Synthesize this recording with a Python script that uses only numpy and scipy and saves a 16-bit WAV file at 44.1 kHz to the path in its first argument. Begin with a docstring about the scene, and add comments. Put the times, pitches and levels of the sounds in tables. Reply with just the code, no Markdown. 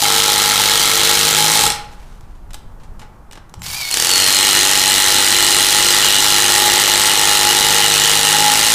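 """Rapid hammer blows over a whirring motor: a cordless impact driver sinks a screw into a timber beam.
Each blow is a burst of cracking noise that rings the screw and the beam, then a weaker rebound.
Between two screws the bit clicks into the new head and the motor spins freely as whirr and gear tones.
The second screw adds a squeal of wavering sines as it bites. A diffuse tail gives the small workshop;
the close mono microphone limits the peaks."""
import sys
import numpy as np
from scipy import signal
from scipy.fft import rfft, irfft
from scipy.io import wavfile
from scipy.ndimage import uniform_filter1d, minimum_filter1d

SR = 44100
rng = np.random.default_rng(int(sys.argv[2]) if len(sys.argv) > 2 else 0)


def to_wav(sig):
    """Store sig (one row per channel, or 1-D mono) as 16-bit WAV at the path in sys.argv[1].

    Samples outside -1..1 are clipped; the rate is SR.
    """
    pcm = np.clip(np.atleast_2d(sig), -1, 1) * 32767
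    pcm = np.round(pcm).astype(np.int16)
    wavfile.write(sys.argv[1], SR, pcm.T)  # frames by channels


N = 385434
TIME = np.arange(N) / SR


def undb(db):
    """Turn decibels into an amplitude factor."""
    return 10 ** (np.asarray(db) / 20)


def unit(x):
    """Scale to rms 1."""
    return x / np.sqrt(np.mean(x ** 2))


def curves(rows):
    """Automation: columns of a table, joined by straight lines in time."""
    seconds, *columns = np.transpose(rows)
    return [np.interp(TIME, seconds, column) for column in columns]


def spectrum(points, hz):
    """Read a table on a log-frequency axis."""
    f, value = np.transpose(points)
    return np.interp(np.log(hz + 1), np.log(f), value)


def ring(x, response):
    """Play x through an impulse response."""
    return signal.oaconvolve(x, response)[:len(x)]


def colour(x, points, size=4096):
    """EQ with the given spectrum, as a causal minimum-phase filter with no pre-ring."""
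    log_gain = np.log(undb(spectrum(points, np.fft.rfftfreq(size, 1 / SR))))
    cepstrum = irfft(log_gain)
    # folding the cepstrum onto positive time makes the filter causal
    cepstrum[1:size // 2] *= 2
    cepstrum[size // 2 + 1:] = 0
    return ring(x, irfft(np.exp(rfft(cepstrum)))[:size // 2])


def noise(points):
    """Coloured noise of rms 1."""
    return unit(colour(rng.standard_normal(N), points))


def modes(x, table):
    """Ring a set of damped resonances; a wider mode dies sooner."""
    t = TIME[:SR // 5]
    response = 0
    for hz, width_hz, db in table:
        decay = np.exp(-np.pi * width_hz * t)
        response = response + undb(db) * width_hz * decay * np.cos(2 * np.pi * hz * t)
    return ring(x, response / SR)


def walk(rate_hz):
    """Smoothed random drift of rms 1, with a new random value rate_hz times a second."""
    k = max(int(SR / rate_hz), 1)
    steps = np.repeat(rng.standard_normal(N // k + 1), k)
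    return unit(uniform_filter1d(steps, k)[:N])


def taps(times, sizes):
    """One impulse for each event."""
    return np.bincount(np.clip(times * SR, 0, N).astype(int), sizes, N + 1)[:N]


def rattle(hits, rise_s, decay_s):
    """Each impulse becomes a short noisy swarm of metal contacts."""
    t = TIME[:SR // 20]
    shape = (1 - np.exp(-(t / rise_s) ** 2)) * np.exp(-t / decay_s)
    return ring(hits, shape) * rng.standard_normal(N)


def delay(x, lag_s):
    """The same sound, later."""
    return np.pad(x, (int(lag_s * SR), 0))[:N]


def envelope(start_s, end_s, attack_s, release_s):
    """Exponential attack, hold and release."""
    since, after = np.maximum(TIME - start_s, 0), np.maximum(TIME - end_s, 0)
    return (1 - np.exp(-since / attack_s)) * np.exp(-np.minimum(after / release_s, 20))


# colour of the quiet air: pitch_hz, level_db
AIR_COLOUR = [(200, 4), (400, -1), (650, -2.5), (900, 0.5), (1300, -4), (2000, -16), (3500, -26),
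              (8000, -27), (15000, -33)]


def air():
    """Quiet noise floor, weighted to the low end, with a slow uneven level."""
    return noise(AIR_COLOUR) * undb(-48 + 1.1 * walk(9))


# colour of the low rumble: pitch_hz, level_db
RUMBLE_COLOUR = [(12, -1.5), (24, 7), (45, -4.5), (80, -11.5), (150, -15.5), (260, -28), (600, -59)]


def rumble(rest_db=-49.5, swell_db=-35.8):
    """Low noise that swells while the tool is moved to the next screw."""
    moving = envelope(start_s=1.65, end_s=3.0, attack_s=.12, release_s=.55)
    return noise(RUMBLE_COLOUR) * (undb(rest_db) + undb(swell_db) * moving)


# the beam shifts as the worker's weight comes off and goes back on: start_s, end_s, level_db
BEAM_BUMPS = [(1.6, 1.69, -32.5), (3.51, 3.69, -37)]
# colour of these bumps: pitch_hz, level_db
BUMP_COLOUR = [(25, -14), (65, 0), (120, 0), (180, -7), (300, -24), (800, -55)]


def bumps(attack_s=.02, release_s=.09):
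    """Dull knocks of the beam shifting on its trestle: low noise in short envelopes."""
    level = sum(undb(db) * envelope(start_s, end_s, attack_s, release_s) for start_s, end_s, db in BEAM_BUMPS)
    return noise(BUMP_COLOUR) * level


# colour of brushing cloth: pitch_hz, level_db
CLOTH_COLOUR = [(200, -16), (900, 2), (2500, -3), (6000, -8), (10000, -12), (15000, -22)]


def sleeve():
    """The sleeve brushes along as the tool is lifted: unevenly fluttering noise."""
    stroke = envelope(start_s=1.79, end_s=2.03, attack_s=.03, release_s=.22)
    return noise(CLOTH_COLOUR) * stroke * undb(-51 + 1.4 * walk(40.2) + 2 * walk(600))


# bit, screw head and trigger being handled: start_s, relative level_db, decay_s, tilt_db_per_octave
HANDLING_CLICKS = [(2.155, -53, .003, 6), (2.209, -42, .002, 3), (2.351, -54, 0.016, 0),
                   (2.507, -38, 0.0053, 0), (2.533, -32, .004, 3), (2.543, -26, 0.0055, 1.5),
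                   (2.799, -51, 0.03, -3), (2.834, -47, .016, 0), (2.994, -38, 0.012, 0),
                   (3.016, -39.5, 0.018, -4), (3.312, -34, .003, 0), (3.324, -35, .003, 3),
                   (3.331, -32, .004, 0), (3.354, -38, 0.0096, -3), (3.374, -37, 0.0073, -4),
                   (3.495, -45, .003, 5), (3.540, -27.5, 0.0024, -.5), (3.593, -51, .012, 7),
                   (3.619, -23, 0.0019, 2), (3.664, -17.5, 0.0022, 1.5)]
# colour of the direct click: pitch_hz, level_db
CLICK_COLOUR = [(100, 2), (500, -2.5), (900, 2), (1500, 0.5), (3000, -0.5), (4800, -4), (8000, -4.5),
                (15000, -20)]


def handling():
    """Small gritty contacts of steel on steel, decaying noise that also wakes the beam and the screw."""
    out, t = np.zeros(N), TIME[:SR // 6]
    hz = np.fft.rfftfreq(len(t), 1 / SR)
    lead = SR // 100  # room for the tilt filter to spread ahead of the click
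    for start_s, db, decay_s, tilt_db in HANDLING_CLICKS:
        grit = rng.standard_normal(len(t)) * np.exp(-t / decay_s)
        tilt = undb(tilt_db * np.log2((hz + 500) / 4000))
        tilted = irfft(rfft(np.roll(grit, lead)) * tilt, len(t))
        start = int(start_s * SR) - lead
        out[start:start + len(t)] += undb(db) * tilted
    click = undb(5) * colour(out, CLICK_COLOUR)
    return click + undb(21) * modes(out, BEAM_MODES) + undb(2) * modes(out, SCREW_2_MODES)


# trigger pulls: start_s, load_s (screw takes the load), end_s, relative loaded level_db
TRIGGER_PULLS = [(-1, -.9, 1.65, -20.5), (3.625, 3.88, 9, -22)]
# colour of the fan and gear whirr: pitch_hz, level_db
WHIRR_COLOUR = [(59, -26), (100, -12), (126, -5.5), (184, -19.5), (467, -19.5), (825, -6), (1180, -9.5),
                (2000, -9.5), (2270, -7), (2690, -7), (4560, -2.5), (15500, -12)]
# the motor spinning freely: time_s, shaft_turns_per_s
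SHAFT_SPEED = [(3.63, 366.0), (3.7, 385.5), (3.724, 364.9), (3.774, 405.5), (3.852, 364.9), (3.91, 371.2)]
# gear and commutator tones: multiple of the shaft rate, relative level_db
GEAR_TONES = [(6, 2), (8, -12), (10, -6), (11, -13), (12, 0.5), (14, -9.5)]
SPIN_UP_S, LOAD_S, RUN_DOWN_S = .012, .035, .026
PRESSED_HOME_S = 3.85  # the bit is fully home in the screw head


def motor():
    """Fan and gear whirr that grows under load, with tones at multiples of the free shaft rate."""
    gain = 0
    for start_s, load_s, end_s, loaded_db in TRIGGER_PULLS:
        free = undb(-29.7) * envelope(start_s, end_s, SPIN_UP_S, RUN_DOWN_S)
        loaded = undb(loaded_db) * envelope(load_s, end_s, LOAD_S, RUN_DOWN_S)
        gain = gain + np.maximum(free, loaded)
    whirr = noise(WHIRR_COLOUR) * gain * undb(3.3 * walk(400) + 2)

    turns_per_s, = curves(SHAFT_SPEED)
    phase = 2 * np.pi * np.cumsum(turns_per_s * (1 + .004 * walk(300))) / SR
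    whine = sum(np.sin(order * phase) * undb(db + 2 * walk(120)) for order, db in GEAR_TONES)
    # louder by 85 dB per second until the bit is pressed home, then fading as the screw takes the load
    whine_db = -27 + 85 * np.minimum(TIME - PRESSED_HOME_S, 0)
    pressed = envelope(TRIGGER_PULLS[-1][0], PRESSED_HOME_S, SPIN_UP_S, release_s=.06)
    return whirr + whine * pressed * undb(whine_db)


def squeal(row, waver=0.00708, flutter_db=3, settle_s=.17):
    """A thin sine that settles in pitch, wavers and flutters."""
    start_s, end_s, first_hz, settled_hz, db, attack_s, release_s = row
    settling = np.exp(-np.maximum(TIME - start_s, 0) / settle_s)
    hz = settled_hz + (first_hz - settled_hz) * settling
    phase = 2 * np.pi * np.cumsum(hz * (1 + waver * walk(350))) / SR
    return np.sin(phase) * envelope(start_s, end_s, attack_s, release_s) * undb(db + flutter_db * walk(130))


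# the closing trigger: start_s, end_s, first_hz, settled_hz, level_db, attack_s, release_s
TRIGGER_SONG = (3.603, 3.632, 7450, 6800, -44, .005, .015)


def trigger_tone():
    """The speed control sings briefly as the trigger closes: one thin, high sine."""
    return squeal(TRIGGER_SONG)


# thread in the wood: start_s, end_s, first_hz, settled_hz, relative level_db, attack_s, release_s, # dip_db
# (deepest dip, at each blow)
THREAD_SQUEALS = [(3.919, 3.935, 4300, 4320, -16, .005, .007, 0),
                  (3.95, 4.03, 4530, 4850, -26, .01, .02, 0), (4.05, 4.17, 4640, 4110, -13, .045, .45, 4),
                  (4.55, 5.4, 4100, 4110, -16, .25, 3.2, 15)]


def thread_squeal(loudest_cycle=.54):
    """The second screw squeals in the wood, swelling about half a cycle after each blow as it turns."""
    hammering = TIME >= BLOW_RATE_2[0][0]
    turns = np.cumsum(curves(BLOW_RATE_2)[0] * hammering) / SR
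    resting = np.sin(np.pi * (turns - loudest_cycle)) ** 2
    return sum(squeal(row, waver=0.00791, flutter_db=2) * undb(-dip_db * resting)
               for *row, dip_db in THREAD_SQUEALS)


def hammer(rate, lone, rebound_db=-8, rebound_share=.53, scatter_db=1.0, rebound_scatter_db=1.5,
           jitter_s=.00017, rebound_jitter_s=.00042):
    """Impulses of the hammer on the anvil, and of its rebound about half a cycle later."""
    hz, = curves(rate)
    on = (TIME >= rate[0][0]) & (TIME <= rate[-1][0])
    turns = np.cumsum(hz[on]) / SR
    times = np.interp(np.arange(turns[-1]), turns, TIME[on])
    chance = rng.standard_normal((4, len(times)))
    times = times + jitter_s * chance[0]
    blows = taps(times, undb(scatter_db * chance[1])) + taps(lone[:, 0], undb(lone[:, 1]))
    back = times + rebound_share / np.interp(times, TIME, hz) + rebound_jitter_s * chance[2]
    rebounds = taps(back, undb(rebound_db + rebound_scatter_db * chance[3]))
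    return blows, rebounds, on


# hammering on each screw: time_s, blows_per_s
BLOW_RATE_1 = [(0.023, 50.57), (0.9, 50.36), (1.15, 50.63), (1.4, 52.28), (1.62, 55.32)]
BLOW_RATE_2 = [(4.047, 43.5), (4.15, 46.92), (4.55, 49.77), (4.75, 48.31), (5.3, 49.7), (6.4, 50.56),
               (7.0, 50.41), (8.35, 51.78), (8.75, 55.62)]
# single blows and rebounds as the hammer stops and starts: time_s, level_db against a steady blow
SINGLE_BLOWS = [(1.636, 3), (1.655, -9), (1.664, 3), (1.677, -11), (1.702, -5), (1.721, -16), (1.749, -25),
                (3.912, -9), (3.941, -1), (3.971, -1), (3.999, 2), (4.023, 2.5)]
# each screw at the steady pace, rows crack, screw ring, thud: relative level_db,
# change_db_per_s as the screw sinks
BLOW_STRENGTH_1 = [(-20.2, 1.2), (-17.2, .6), (-29.3, 2.2)]
BLOW_STRENGTH_2 = [(-11.9, -1.15), (-15.4, -.2), (-26.7, -.3)]
# effect of pace, rows crack, screw ring, thud: loss_db per blow/s below the steady pace,
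# gain_db per blow/s above it
PACE_RESPONSE = [(.65, .75), (1.05, -.1), (.5, .3)]
# level of the beam's ring under each screw: time_s, relative level_db
BEAM_LEVEL_1 = [(0.0, -17.8), (0.2, -27.7), (0.6, -23.7), (0.7, -28.4), (1.2, -30.4), (1.7, -21.9)]
BEAM_LEVEL_2 = [(4.05, -29.9), (5.35, -26.5), (5.87, -30.3), (6.65, -23.4), (7.69, -23.8), (7.95, -27.4),
                (8.47, -23.0), (8.73, -28.1)]
# modes of bit and screw: pitch_hz, width_hz, relative level_db
SCREW_1_MODES = [(1335, 70, -2), (1645, 77, -10.5), (1910, 140, -8.5), (2140, 130, -5), (2980, 54, -10),
                 (3140, 70, -4.5), (3350, 73, -5.5), (3770, 190, 2.5), (4074, 63, 3)]
SCREW_2_MODES = [(1370, 97, -3.5), (1928, 220, 2), (2120, 84, -24), (2510, 67, -5.5), (2890, 105, 5),
                 (3045, 79, -5), (3060, 47, -17), (3710, 150, 5.5), (4004, 63, 2.5)]
# modes of the beam along and across the grain: pitch_hz, width_hz, relative level_db
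BEAM_MODES = [(836.5, 12.8, 14), (876, 35, -4), (747, 14, -24), (1280, 34, -18.5)]
# low beam modes as each screw wakes them: pitch_hz, width_hz, relative level_db
THUD_1_MODES = [(100, 27, -12), (157, 4.6, 6), (201, 24, -9), (352, 35, -2.5), (451, 14, 5),
                (263, 30, -15.5)]
THUD_2_MODES = [(97, 43, -15.5), (156.1, 4, 2), (190, 30, -13), (279, 26, -5.5), (352.2, 15, 1),
                (390, 27, -4.5), (462.7, 19, 1), (568, 60, -10.5)]
# colours of the crack, the bit's knock and the dull push on the beam: pitch_hz, level_db
CRACK_COLOUR = [(200, -20.5), (1000, -13), (3000, -3), (5000, -2), (7700, 1.5), (9300, -1), (11000, -8),
                (13000, -14), (15500, -19.5)]
KNOCK_COLOUR = [(40, -45.5), (250, 2.5), (600, -7.5), (1100, 2.5), (1600, -0.5), (2400, -2), (3500, 13),
                (4500, -12.5), (7000, -19), (15000, -35)]
PUSH_COLOUR = [(25, -5), (50, 4.5), (100, -0.5), (200, -3.5), (600, 2.5), (1200, -34.5), (5000, -61)]
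# the hammer labours below this pace as the thread bites and races above it as the head seats
STEADY_BLOWS_PER_S = 50.5


def drive(rate, strength, beam_level, screw_modes, thud_modes):
    """One screw: a crack on each blow, then bending waves down the screw and into the beam."""
    first_s, last_s = rate[0][0] - .5, rate[-1][0] + .5
    lone = np.array([row for row in SINGLE_BLOWS if first_s < row[0] < last_s])
    blows, rebounds, on = hammer(rate, lone)
    sinking_s = np.cumsum(on) / SR
    pace = curves(rate)[0] - STEADY_BLOWS_PER_S
    crack_db, screw_db, thud_db = (db + db_per_s * sinking_s + pace * np.where(pace < 0, *slopes)
                                   for (db, db_per_s), slopes in zip(strength, PACE_RESPONSE))
    # the beam hardly rings until the thread has gripped it: 1 dB lost per blow/s below the steady pace
    beam_db = curves(beam_level)[0] + np.minimum(pace, 0)

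    def level(x, db=0):
        """Scale to rms 1 during the hammering, then apply a gain."""
        return x * undb(db) / np.sqrt(np.mean(x[on] ** 2))

    crack = colour(rattle(blows + undb(-5) * rebounds, rise_s=.00033, decay_s=.0011), CRACK_COLOUR)

    # the screw takes a clean shove and the chatter of the bit in its head
    shove = delay(blows + undb(6) * rebounds, .0008)
    contact = level(rattle(shove, rise_s=.00023, decay_s=.002))
    screw_ring = modes(level(shove, 1.2) + contact, screw_modes)
    knock = colour(level(shove, -12.5) + contact, KNOCK_COLOUR)
    metal = level(screw_ring, -0.91) + level(knock, -6.5)

    # the wood feels each blow as one push, with a little scraping of the thread
    push = level(blows + undb(-7) * rebounds)
    beam = modes(delay(push + level(contact, -5.5), .00218), BEAM_MODES)
    low_ring = modes(push + level(contact, -13.5), thud_modes)
    thud = level(low_ring) + level(colour(push, PUSH_COLOUR), -4.5)

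    wood = level(beam, beam_db + .5) + level(thud, thud_db)
    return level(crack, crack_db + 3.2) + level(metal, screw_db) + wood


# workshop decay: pitch_hz, t60_s
ROOM_DECAY = [(125, 1), (500, 0.72), (1300, 0.6), (2200, 0.49), (4000, 0.41), (8000, 0.27), (15000, 0.28)]


def diffuse(build_s=.0099):
    """Impulse response of the workshop: a dense noise tail that loses its treble first."""
    t = TIME[:SR * 3 // 4]
    hz = np.fft.rfftfreq(len(t), 1 / SR)
    white = rfft(rng.standard_normal(len(t)))
    edges = np.geomspace(180, SR / 2, 25)
    tail = 0
    for lo, hi in zip(edges, edges[1:]):
        band = irfft(white * ((hz >= lo) & (hz < hi)), len(t))
        t60_s = spectrum(ROOM_DECAY, np.sqrt(lo * hi))
        tail = tail + band * undb(-60 * t / t60_s)
    tail = tail * (1 - np.exp(-(t / build_s) ** 2))
    tone = [(200, -15), (450, -13.5), (800, -6), (2000, -3), (6000, -5.5), (15000, -6.5)]  # pitch_hz, level_db
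    return colour(tail / np.sqrt(np.sum(tail ** 2)), tone)


def workshop(x, wet_db=-4.0, drift_hz=1.1):
    """Two near reflections and a diffuse tail whose pattern shifts as the tool and the worker move."""
    angle = 2 * np.pi * drift_hz * TIME
    wet = np.cos(angle) * ring(x, diffuse()) + np.sin(angle) * ring(x, diffuse())
    echoes = undb(-20.5) * delay(x, .0079) + undb(-19) * delay(x, .0118)
    near = signal.lfilter([1, -1], [1, -.85], echoes)  # thins the lows of the reflections
    return x + near + undb(wet_db) * wet


def scene(squeal_direct_db=-2, squeal_room_db=-9):
    """Tool, hands and room at one microphone, over a quiet floor."""
    first_screw = drive(BLOW_RATE_1, BLOW_STRENGTH_1, BEAM_LEVEL_1, SCREW_1_MODES, THUD_1_MODES)
    second_screw = drive(BLOW_RATE_2, BLOW_STRENGTH_2, BEAM_LEVEL_2, SCREW_2_MODES, THUD_2_MODES)
    tool = first_screw + second_screw + motor() + trigger_tone()
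    # the squeal leaves the face of the beam and mostly reaches the microphone directly
    thread = thread_squeal()
    room = workshop(tool + handling() + sleeve() + undb(squeal_room_db) * thread)
    mono = room + undb(squeal_direct_db) * thread + air() + rumble() + bumps()
    return np.tile(mono, (2, 1))  # the same signal in both channels


def record(dry, ceiling=.8, hold_s=.00022, top_hz=15150):
    """A very fast limiter holds the tallest peaks down; a steep low-pass cuts the top."""
    size = max(int(hold_s * SR), 2)
    gain = (1 + (dry / ceiling) ** 6) ** (-1 / 6)
    gain = uniform_filter1d(minimum_filter1d(gain, size), size)
    low_pass = signal.ellip(10, .2, 70, top_hz, fs=SR, output="sos")
    return signal.sosfilt(low_pass, dry * gain)


dry = scene()
out = record(dry)
to_wav(out)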